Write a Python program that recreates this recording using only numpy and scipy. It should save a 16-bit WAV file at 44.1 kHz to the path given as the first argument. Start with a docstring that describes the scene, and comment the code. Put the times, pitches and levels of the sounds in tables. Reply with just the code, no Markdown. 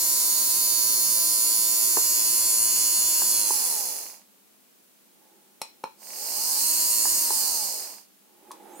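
"""In a quiet, small furnished room, a little brushed DC motor held in the hand runs at full speed.
It is turned down to a stop, the speed knob clicks, and the motor swells up and dies away once more.
At the end the hand moves with a rustle; just before a thin rising squeak there is a faint soft tap.
One shaft angle times the whine, the knocks and ticks of the commutator, the bearings' rattle and the
brushes' rasp and chatter; filtered noise makes air and skin, and dying sine waves make bumps and clicks."""
import sys
import numpy as np
from scipy import signal
from scipy.io import wavfile
from scipy.ndimage import uniform_filter1d

SR = 44100
rng = np.random.default_rng(int(sys.argv[2]) if len(sys.argv) > 2 else 0)


def pcm_store(signal):
    """Save signal as 16-bit PCM."""
    levels = np.round(np.clip(np.atleast_2d(signal), -1, 1) * 32767)
    wavfile.write(sys.argv[1], SR, levels.astype(np.int16).T)


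N = 388074
T = np.arange(N) / SR  # time of every sample, seconds
FULL_SPEED = 112.5  # turns a second that count as speed 1


def gain_of(db):
    """Turns decibels into a factor to multiply by."""
    return 10 ** (np.asarray(db) / 20)


def evened(x):
    """Scales a signal so that its rms (its average strength) is 1."""
    return x / np.sqrt(np.mean(x ** 2) + 1e-20)


def drifting(shape, size, **options):
    """Random wandering of rms 1: noise smoothed over size steps."""
    return evened(uniform_filter1d(rng.standard_normal(shape), size=size, **options))


def read(points, hz):
    """Reads a table of (pitch, value) at any pitch, on a logarithmic pitch axis."""
    table_hz, value = np.transpose(points)
    return np.interp(np.log(hz + 1), np.log(table_hz + 1), value)


def curve(rows, axis=1):
    """Reads one column of a time table at every sample."""
    rows = np.array(rows)
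    return np.interp(T, rows[:, 0], rows[:, axis])


def add(mix, start_s, sound):
    """Adds a sound into the mix at a given time."""
    part = mix[round(start_s * SR):][:len(sound)]
    part += sound[:len(part)]


def coloured(x, points, size=2048):
    """Filters a sound to a given colour; the filter has energy 1 and answers only after the input."""
    level_db = np.maximum(read(points, abs(np.fft.fftfreq(size, 1 / SR))), -100)
    log_gain = np.log(gain_of(level_db))
    taps = np.fft.ifft(np.exp(np.conj(signal.hilbert(log_gain)))).real
    taps /= np.linalg.norm(taps)
    return signal.oaconvolve(np.atleast_2d(x), taps[None], axes=1)[:, :N]


def pair(x, likeness):
    """Makes two unrelated channels partly alike: 0 is unrelated, 1 is identical."""
    c = np.clip(likeness, 0, 1)
    return np.array([x[0], c * x[0] + np.sqrt(1 - c * c) * x[1]])


def panned(x, db):
    """Makes the left channel louder than the right by db; a negative value favours the right."""
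    return x * gain_of(np.array([db, -db]).reshape(2, -1) / 2)


def noise(points, likeness):
    """Stereo noise of the given colour."""
    return coloured(pair(rng.standard_normal((2, N)), likeness), points)


def low_cut(x, hz=190, order=4):
    """Takes out the bass, which the small microphone hardly hears."""
    return signal.sosfilt(signal.butter(order, hz, "highpass", fs=SR, output="sos"), x)


def dying_note(t, hz, t60, db=0):
    """A sine wave that starts at db and falls by 60 dB in t60 seconds."""
    return gain_of(db - 60 * t / t60) * np.sin(2 * np.pi * hz * t)


def pulses(turns, angles, sizes, jitter_s):
    """One pulse each time the shaft passes an angle; sizes is turns x angles."""
    when = np.interp(np.arange(len(sizes))[:, None] + angles, turns, T)
    when = when + jitter_s * rng.standard_normal(when.shape)
    at = np.clip(when * SR, 2, N - 4).ravel()
    # a pulse falls between samples, so it is shared among the four nearest
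    near = at.astype(int) + np.arange(-1, 3)[:, None]
    share = np.sinc(near - at) * np.sinc((near - at) / 2)
    return np.bincount(near.ravel(), (sizes.ravel() * share).ravel(), N)


# colour of the quiet room's noise: (pitch_hz, relative level_db)
QUIET_COLOUR = [(15, -53), (25, -9), (38, -63), (87, -16), (134, -19.5), (200, 3.5), (223, 0), (641, -8),
                (1330, -12), (1740, -13), (2000, -13.5), (2550, -12.5), (5000, -13.5), (16000, -10)]


def quiet_room():
    """The faint steady noise of the quiet room, nearly unrelated left and right."""
    return gain_of(-57.5) * noise(QUIET_COLOUR, 0.045)


# how long echoes last at each pitch: (pitch_hz, t60_s, the time to fall by 60 dB)
ECHO_TIMES = [(150, 0.089), (900, 0.19), (4000, 0.3), (9000, 0.17), (16000, 0.067)]


def room_echo(x, size=16384):
    """A small furnished room: a smooth noise-like tail in which middle pitches last longest."""
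    first_echo_s = .003
    taps = rng.standard_normal((2, size)) * (np.arange(size) > first_echo_s * SR)
    hz, t, spectrum = signal.stft(taps, SR, nperseg=256)
    fade = gain_of(-60 * t / read(ECHO_TIMES, hz)[:, None])
    tail = signal.istft(spectrum * fade, SR, nperseg=256)[1]
    return signal.oaconvolve(x, tail / np.linalg.norm(tail[0]), axes=1)[:, :N]


# colour of the air stirred by the rotor: (pitch_hz, relative level_db)
AIR_COLOUR = [(30, -49), (70, -26), (120, -14), (210, 8), (330, 5), (600, -6), (950, -9.5), (1300, -5.5),
              (2500, -9), (4000, -11)]


def stirred_air(speed):
    """The spinning rotor stirs the air: a soft noise that grows with speed."""
    return panned(gain_of(-52.0) * speed ** 1.62 * noise(AIR_COLOUR, 0.69), -11)


# colour of skin and sleeve: (pitch_hz, relative level_db)
RUSTLE_COLOUR = [(35, -95), (60, -85), (198, -6), (262, -5), (338, 2.5), (698, -9), (842, 3), (991, -12.5),
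                 (1470, -18), (4030, -26), (4420, -34), (10300, -24), (16000, -30)]
# one list for each movement of the hand: (time_s, level_db)
HAND_MOVES = [
    [(4.95, -88), (5.25, -65), (5.55, -71), (6, -70)],
    [(8.22, -73), (8.38, -64), (8.5, -53.5), (8.6, -53), (8.68, -48.5), (8.8, -48.5)],
]
# thin squeaks as the hand moves off: (start_s, start_pitch_hz, end_pitch_hz, end level_db)
SQUEAKS = [(8.69, 6000, 7200, -56), (8.7, 6700, 9200, -55), (8.73, 7600, 10500, -53),
           (8.62, 8800, 13000, -61), (8.73, 14200, 15700, -59)]


def hand():
    """Skin and sleeve rustle as the hand shifts; at the last, thin sine tones rise as a squeak."""
    level = 0
    for rows in HAND_MOVES:
        level = level + gain_of(np.interp(T, *np.transpose(rows), left=-120, right=-120))
    squeak = np.zeros(N)
    for start_s, start_hz, end_hz, db in SQUEAKS:
        u = np.linspace(0, 1, N - round(start_s * SR))
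        hz = start_hz + (end_hz - start_hz) * u
        hz = hz + 110 * drifting(len(u), 30)  # the pitch trembles by about 110 Hz
        add(squeak, start_s, gain_of(db) * u ** 0.74 * np.sin(2 * np.pi * np.cumsum(hz) / SR))
    return panned(level * noise(RUSTLE_COLOUR, 0.79) + squeak, -4.5)


# dull finger bumps: (start_s, relative level_db, ring pitch_hz, ring t60_s, thud level_db against the ring)
FINGER_BUMPS = [(1.97, -5, 980, 0.0064, -13), (1.979, -16, 720, 0.0089, -6.5),
                (3.2193, -9, 900, 0.0049, -25), (3.5056, -14.5, 930, 0.014, -11.5),
                (7.0546, -9.5, 940, 0.0058, -22), (7.305, -14.5, 910, 0.012, -12),
                (8.508, -22.5, 1060, 0.0097, -31), (8.516, -30, 970, 0.014, -22),
                (8.795, -27, 800, 0.0059, 0)]


def bumps():
    """A soft finger blow sets off one short note, a low thud and a tap, and faintly rings the can."""
    out, t = np.zeros(N), np.arange(SR // 10) / SR
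    tap = dying_note(t, hz=1600, t60=0.0057, db=-9)
    snap = dying_note(t, hz=4300, t60=0.0081, db=-26)
    soft_start = 1 - np.exp(-t / 0.0058)
    for start_s, db, hz, t60, thud_db in FINGER_BUMPS:
        add(out, start_s, gain_of(min(db - 3, 0)) * snap)  # firmer blows ring the can more
        ring = dying_note(t, hz, t60)
        thud = dying_note(t, hz=420, t60=0.016, db=thud_db)
        add(out, start_s, gain_of(db + 12.5) * (ring + thud + tap) * soft_start)
    return panned(out, -0.38)


# two clicks of the knob's switch, then a faint soft tap just before the squeak:
# (start_s, relative level_db, brightness_db an octave, second blow after_s, its relative level_db)
CLICKS_AND_TAP = [(5.6156, -15, 4, .00147, 6), (5.838, -14, -1, .0022, 6.5), (8.514, -46, 9, 0.00124, 9.5)]
# notes of the switch: (pitch_hz, relative level_db, t60_s)
SWITCH_NOTES = [(274, -28, 0.035), (560, -21.5, 0.016), (930, -10.5, 0.011), (2340, -23.5, 0.013),
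                (4130, -22, 0.007), (5270, -21, 0.0035), (8550, -20.5, 0.0023), (10600, -23, 0.0036)]
# weak, longer-lasting notes of the knob: (pitch_hz, relative level_db, t60_s)
KNOB_NOTES = [(890, -31.5, .12), (2480, -39.5, .12), (4150, -43, .06), (5400, -42, .05)]


def switch_and_tap():
    """The contact snaps over and seats a moment later, each blow a ring and a crack; so is the soft tap."""
    crack_db, crack_t60, crack_hz = -32, 0.031, (3800, 9000)
    crack_filter = signal.butter(1, crack_hz, "bandpass", fs=SR)
    out, t = np.zeros(N), np.arange(SR // 10) / SR
    sharp_start = 1 - np.exp(-t / 0.000087)
    for start_s, db, bright, second_s, second_db in CLICKS_AND_TAP:
        ring = 0
        for hz, note_db, t60 in SWITCH_NOTES + KNOB_NOTES:
            # tilts the notes around 1200 Hz: a positive brightness lifts the higher ones
            ring = ring + dying_note(t, hz, t60, note_db + bright * np.log2(hz / 1200))
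        for delay_s, blow_db in ((0, -2), (second_s, second_db)):
            grit = signal.lfilter(*crack_filter, rng.standard_normal(len(t)))
            crack = gain_of(crack_db + 3.9 * bright - 60 * t / crack_t60) * grit
            add(out, start_s + delay_s, gain_of(db + blow_db) * (ring + crack) * sharp_start)
    return panned(out, 0.38)


# runs of the motor, also read by the brushes and the whine:
# (turned up at_s, turned down at_s, top speed in turns a second before the slow creep)
MOTOR_RUNS = [(-.908, 3.225, 112.26), (5.873, 7.066, 111.52)]
SECOND_RUN_S = MOTOR_RUNS[1][0]
# spin-up: a steady climb that settles onto the top speed, which creeps up as the bearings warm
CLIMB_HZ_PER_S, SETTLE_HZ, SETTLE_S, CREEP_HZ_PER_S = 136.4, 7.4, .12, .1
# spin-down: the braking sets in softly and grows until the shaft stands
BRAKE_HZ_PER_S, BRAKE_ONSET_S, BRAKE_HZ_PER_S2 = 67.6, .184, 103.4
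STICK_S, LOOSEN_S = .075, .07  # the shaft sticks at first, then breaks loose


def shaft():
    """Turns a second: in each run the shaft climbs, settles, and is braked to a stop."""
    hz = np.zeros(N)
    for on_s, off_s, top in MOTOR_RUNS:
        age, late = np.maximum(T - on_s, 0), np.maximum(T - off_s, 0)
        settling = np.maximum(age - (top - SETTLE_HZ) / CLIMB_HZ_PER_S, 0)
        settled = top - SETTLE_HZ * np.exp(-settling / SETTLE_S)
        driven = np.minimum(CLIMB_HZ_PER_S * age, settled) + CREEP_HZ_PER_S * age
        soft_onset = late - BRAKE_ONSET_S * (1 - np.exp(-late / BRAKE_ONSET_S))
        braked = BRAKE_HZ_PER_S * soft_onset + BRAKE_HZ_PER_S2 * late ** 2 / 2
        loose = np.clip((age - STICK_S) / LOOSEN_S, 0, 1)
        hz += np.maximum(driven - braked, 0) * loose
    return hz


# colour of the bearings' rattle: (pitch_hz, relative level_db)
RATTLE_COLOUR = [(150, -23), (450, -3), (700, -5.5), (880, 1), (1080, -4.5), (1300, -9), (2500, -11.5),
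                 (3500, -14.5), (8000, -21)]


def bearings(turns, speed, count=24):
    """Loose bearings rattle in small uneven knocks, count a turn, softened towards full speed."""
    rattle_db, uneven_db, soften_db = -30, 4, -13
    shape = (2, int(turns[-1]), count)
    sizes = gain_of(uneven_db * rng.standard_normal(shape)) * rng.choice([-1, 1], shape)
    angles = np.arange(count) / count
    grains = np.array([pulses(turns, angles, side, jitter_s=3e-4) for side in sizes])
    rattle = coloured(pair(grains, 0.66), RATTLE_COLOUR)
    return panned(rattle * speed * gain_of(rattle_db + soften_db * speed ** 2), -7.5)


# commutator gaps passing the two brushes: (angle in turns, relative level_db)
COMMUTATOR_GAPS = [(0, 1), (.167, 1.5), (.333, -1), (.5, -4), (.667, -2), (.833, -3)]
# colour of one knock of the commutator: (pitch_hz, relative level_db)
KNOCK_COLOUR = [(100, -17), (220, -12), (480, -3), (750, 4), (1000, 2), (1300, -16), (1800, -15),
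                (2500, -16), (3300, -20), (5000, -12), (12000, -34)]
# colour of the tick of the one high commutator bar: (pitch_hz, relative level_db)
TICK_COLOUR = [(200, -14), (750, -2), (1000, -2), (1350, -9), (1900, -1), (2700, -1), (3400, -14),
               (5000, -10), (12000, -32)]
KNOCK_UNEVEN_DB, KNOCK_JITTER_S = 2.2, 6e-5  # the knocks are nearly regular
KNOCK_DB, KNOCK_SOFTEN_DB = -28, -20  # softened in step with speed
TICK_ANGLE, TICK_DB, TICK_SOFTEN_DB = .36, -26.5, -13  # angle in turns


def commutator(turns, speed, crawl=0.32):
    """Each gap knocks the can and one high bar ticks once a turn; at a crawl the knocks come apart."""
    angles, db = np.transpose(COMMUTATOR_GAPS)
    count = int(turns[-1])
    sizes = gain_of(db + KNOCK_UNEVEN_DB * rng.standard_normal((count, len(angles))))
    knocks = coloured(pulses(turns, angles, sizes, KNOCK_JITTER_S), KNOCK_COLOUR)
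    knocks = knocks * gain_of(KNOCK_DB + KNOCK_SOFTEN_DB * speed)
    sizes = gain_of(KNOCK_UNEVEN_DB * rng.standard_normal((count, 1)))
    ticks = coloured(pulses(turns, np.array([TICK_ANGLE]), sizes, KNOCK_JITTER_S / 2), TICK_COLOUR)
    ticks = ticks * gain_of(TICK_DB + TICK_SOFTEN_DB * speed ** 2)
    # both fade out below the crawling speed, a share of full speed
    return panned((knocks + ticks) * np.minimum(speed / crawl, 1), -5.0)


def rasp(turns, fresh=1.0, jitter_s=2e-6, count=160):
    """The brushes meet the same scratches each turn; the pattern wears slowly and trembles over a few turns."""
    shape = (int(turns[-1]), count)
    worn = drifting(shape, 130, axis=0, mode="wrap")
    tremble = evened(signal.lfilter([1], [1, -.62], rng.standard_normal(shape), axis=0))
    angles = (np.arange(count) + rng.random(count)) / count
    return evened(pulses(turns, angles, worn + fresh * tremble, jitter_s))


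# brush chatter, once a turn: (angle in turns, relative level_db, middle pitch_hz, length_s)
CHATTER_SPOTS = [(.83, -11.5, 10420, 0.00074), (0.97, -15.5, 12140, 0.00106), (.2, -14.5, 6800, 0.00104),
                 (0.46, -6, 8760, 0.00113), (0.27, -34, 5900, 0.00093)]
WANDER_DB = 2.8  # how far the chatter's loudness wanders slowly


def chatter(turns, jitter_s=8e-6, sweep=0.31):
    """At a few angles a brush hops and buzzes for about a millisecond, its note sagging as it settles."""
    out, shape = np.zeros((2, N)), (int(turns[-1]), 1)
    for angle, db, hz, length_s in CHATTER_SPOTS:
        wander = drifting(shape, 60, axis=0, mode="wrap")
        sizes = rng.uniform(.7, 1.3, shape) * gain_of(WANDER_DB * wander)
        hops = pulses(turns, np.array([angle]), sizes, jitter_s)
        u = np.linspace(0, 1, round(length_s * SR))
        # the note falls from a share sweep above the middle pitch to as far below
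        phase = 2 * np.pi * hz * length_s * (u + sweep * u * (1 - u))
        swell = np.sin(np.pi * np.sqrt(u)) ** 2
        buzz = swell * np.sin(phase + np.array([[0], [1.5]]))
        out += gain_of(db) * evened(signal.oaconvolve(hops[None], buzz, axes=1)[:, :N])
    return out


# brush noise grows as a power of the speed and levels off near the knee (a share of full speed)
BRUSH_DB, BRUSH_POWER, BRUSH_KNEE = -19, 1.85, 1
DIP_DB, DIP_AFTER_S, DIP_WIDTH_S = -3, 0.22, 0.018  # the brushes ease briefly after the turn-down


def brush_level(speed, second_db=0.6):
    """Gain of the brush noise: it follows the speed, and dips as the drive lets go."""
    growth = (speed / BRUSH_KNEE) ** BRUSH_POWER
    dip = 0
    for _, off_s, _ in MOTOR_RUNS:
        dip = dip + np.exp(-((T - off_s - DIP_AFTER_S) / DIP_WIDTH_S) ** 2)
    level_db = BRUSH_DB + DIP_DB * dip + second_db * (T > SECOND_RUN_S)
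    return gain_of(level_db) * growth / np.hypot(1, growth)


# colour of the brush noise as the motor is held at first: (pitch_hz, relative level_db)
FIRST_COLOUR = [(1760, -32), (3000, -17.5), (3220, -24), (3590, -6.5), (4070, -7.5), (4360, 2), (6250, 5.5),
                (6840, 4.5), (8080, -1.5), (10300, 5.5), (11200, 3), (14200, 8), (15700, 2)]
# the same with the motor held nearer: (pitch_hz, relative level_db)
NEAR_COLOUR = [(1760, -26.5), (3000, -9.5), (3220, -34), (3400, -9), (3880, -23), (4150, 0.5), (4650, -3.5),
               (4950, 1.5), (5500, -2), (6500, 3), (8130, -3), (9300, -5), (10600, 5.5), (11800, -7.5),
               (14700, 3), (15700, -6.5)]
# the same in the second run: (pitch_hz, relative level_db)
SECOND_COLOUR = [(1760, -25.5), (2950, -8.5), (3300, -25), (3700, -8.5), (3900, -23.5), (4080, 3),
                 (4450, 5), (4700, 5), (4950, 7.5), (5600, 2.5), (6400, 5.5), (7910, 2.5), (8800, 9),
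                 (9900, -7), (10600, 5), (11700, -4.5), (12600, 6.5), (13400, 5), (14100, 7), (15100, -3),
                 (15700, 5.5)]
# where the hand holds the motor, one list a run: (time_s, left over right_db)
HAND_HOLD = [
    [(0.0, -1.5), (0.3, -3), (1.95, -4), (2.28, -1.5), (3.38, -3), (4.1, -4)],
    [(6.05, -5), (7.33, -1.5), (7.368, -4), (7.88, -3.5), (7.956, -4), (8.0, -6)],
]
THIN_HZ, THIN_DB = (3900, 6700), -6  # the brush noise thins out in this band at full speed


def brushes(turns, speed):
    """Rasp, smooth sliding hiss and chatter; the hiss takes over when the shaft crawls."""
    slide_db, crawl_db = -19, -2
    chatter_db, second_chatter_db, far_chatter_db = 1, -2, -7
    scratches = pair([rasp(turns), rasp(turns)], 0.18) * speed ** .5
    hiss_level = gain_of(slide_db) + gain_of(crawl_db) * (1 - speed) ** 2
    drive = scratches + hiss_level * pair(rng.standard_normal((2, N)), 0.089)

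    near = curve([(1.7, 0.14), (2.3, 0.76)])  # (time_s, share of the nearer colour)
    second = T > SECOND_RUN_S
    first = (1 - near) * coloured(drive, FIRST_COLOUR) + near * coloured(drive, NEAR_COLOUR)
    sound = np.where(second, coloured(drive, SECOND_COLOUR), first)
    buzz_db = chatter_db + second_chatter_db * second + far_chatter_db * (near[-1] - near)
    sound = sound + gain_of(buzz_db) * speed ** .5 * chatter(turns)

    # even out the slow changes of loudness before the level and thinning are set
    sound /= np.sqrt(uniform_filter1d((sound ** 2).mean(0), size=6000))
    thin_filter = signal.butter(3, THIN_HZ, "bandpass", fs=SR, output="sos")
    band = signal.sosfiltfilt(thin_filter, sound)
    sound = sound - (1 - gain_of(THIN_DB)) * speed ** 8 * band
    return panned(sound, curve(np.vstack(HAND_HOLD))) * brush_level(speed)


# response of the can to the rotor: (pitch_hz, level_db)
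CAN_RESPONSE = [(60, -30), (150, -24), (330, -11), (520, -4), (670, -6), (850, 0), (1050, 0), (1170, -9),
                (1500, -7), (1900, -6), (2400, -9), (3800, -12), (4200, 9), (8000, 6)]
RING_HZ, RING_WIDTH_HZ, RING_DB = 886, 90, 1.5  # the sharpest resonance of the can


def can_db(hz):
    """The can's broad response with its one sharp ring on top."""
    return read(CAN_RESPONSE, hz) + RING_DB * np.exp(-((hz - RING_HZ) / RING_WIDTH_HZ) ** 2)


# the even comb of weak lines at low multiples of the shaft speed: (pitch_hz, relative level_db)
WEAK_LINES = [(330, -60), (450, -62), (680, -64), (850, -66), (1150, -63), (1750, -68), (2250, -66),
              (2700, -71), (3150, -66), (4000, -62)]
# lines that stand out at full speed:
# (multiple of the shaft speed, relative level_db in the first run, relative level_db in the second)
LOUD_LINES = [(3, -54, -53), (5, -55.5, -57), (6, -60, -58), (7, -58, -56), (9, -46, -46.5), (10, -58, -59),
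              (11, -60, -59), (12, -59, -61), (14, -56, -59), (17, -58, -57), (19, -56, -56),
              (20, -57, -60), (21, -56, -61), (24, -56, -64), (26, -53.5, -58), (27, -54, -58),
              (31, -55, -63), (34, -56, -55), (38, -38, -44), (40, -35.5, -36), (43, -43, -46),
              (44, -38, -39), (47, -40, -45), (50, -46, -41), (51, -39.5, -42), (53, -45, -55),
              (57, -46, -37), (59, -42, -48), (60, -38.5, -43), (61, -36.5, -38), (63, -37.5, -43),
              (64, -38, -37), (76, -41, -44), (93, -38, -45), (95, -40, -52), (116, -42, -46),
              (126, -39, -40), (130, -41, -46)]
# the rotor's teeth tug at the magnets, heard below full speed:
# (multiple of the shaft speed, relative level_db)
TOOTH_TUGS = [(3, -42), (6, -46), (8, -48), (9, -46), (10, -51), (12, -44), (15, -54), (16, -48), (18, -49),
              (24, -53), (30, -57)]
COG_SPEED = 0.49  # the tugging fades under this share of full speed
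WHINE_DB, WHINE_FADE = .5, 1  # overall gain, and the least power of the speed with which lines fade
HUM_ROUGH = .25  # unsteadiness of the low hum under the main whine


def whine(turns, speed, count=36, size=64):
    """Clean multiples of the shaft speed, each swelling as it slides through a resonance of the can."""
    scatter_db, waver_db, fade_hz, rough = -0.5, 1.5, 1000, 1.0
    out, slow, t = np.zeros((2, N)), speed[::size], T[::size]  # levels need only every 64th sample
    lines = {}
    for k in range(3, count + 1):
        lines[k] = read(WEAK_LINES, k * FULL_SPEED) + scatter_db * rng.standard_normal()
    for k, first_db, second_db in LOUD_LINES:
        lines[k] = np.where(t > SECOND_RUN_S, second_db, first_db)  # replaces any weak line
    tugs = dict(TOOTH_TUGS)
    slack = np.clip(1 - slow ** 4, 0, 1)  # 0 at full speed

    for k, db in lines.items():
        hz = k * FULL_SPEED
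        waver = np.interp(t, np.linspace(0, T[-1], 45), rng.standard_normal(45))
        db = db + min(hz / 2500, 1) * waver_db * waver  # high lines waver more
        power = WHINE_FADE + min(hz / fade_hz, 7) ** 2 / 4  # high lines need speed
        driven = gain_of(db - can_db(hz)) * slow ** power
        if k > count:  # high lines turn rough below full speed
            driven = driven * (1 + rough * np.sqrt(slack) * drifting(len(t), 6))
        if k < 9:
            hum = np.abs(1 + HUM_ROUGH * drifting(len(t), 14))
            driven = driven * hum / np.hypot(1, HUM_ROUGH)
        cogging = gain_of(tugs.get(k, -120)) * slack * np.sqrt(slow) * np.minimum(slow / COG_SPEED, 1)
        strength = np.hypot(driven, cogging) * gain_of(can_db(hz * slow))
        strength = np.interp(T, t, strength)
        phase = (2 * np.pi * ((k * turns + rng.random()) % 1)).astype(np.float32)
        lag = np.float32(min(hz / 1200, 1.4))  # radians: the left, far microphone port hears it later
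        out += strength * np.array([np.cos(phase - lag), np.cos(phase)])
    return panned(gain_of(WHINE_DB) * out, -2.5)


def scene():
    """The motor, the knob and the hand in a quiet room."""
    shaft_hz = uniform_filter1d(shaft(), size=2000)
    flutter = 0.000223 * drifting(N, 1500)  # tiny unsteadiness, a share of the speed
    turns = np.cumsum(np.maximum(shaft_hz * (1 + flutter), 1e-6)) / SR
    speed = np.maximum(shaft_hz, 0) / FULL_SPEED

    motor = bearings(turns, speed) + commutator(turns, speed) + brushes(turns, speed)
    close = low_cut(motor + bumps()) + stirred_air(speed) + hand()
    clicks = low_cut(switch_and_tap(), hz=260, order=2)
    lines = low_cut(whine(turns, speed))
    echo = room_echo(gain_of(-6.5) * close + gain_of(-21.5) * lines + gain_of(-6.0) * clicks)
    return quiet_room() + echo + close + clicks + lines


EDGE_HZ = 15850  # the treble ends here


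def record(dry):
    """Cuts off the highest treble with a steep, symmetrical low-pass filter."""
    taps = signal.firwin(511, EDGE_HZ, window=("kaiser", 9), fs=SR)
    return signal.oaconvolve(dry, taps[None], "same")


dry = scene()
out = record(dry)
pcm_store(out)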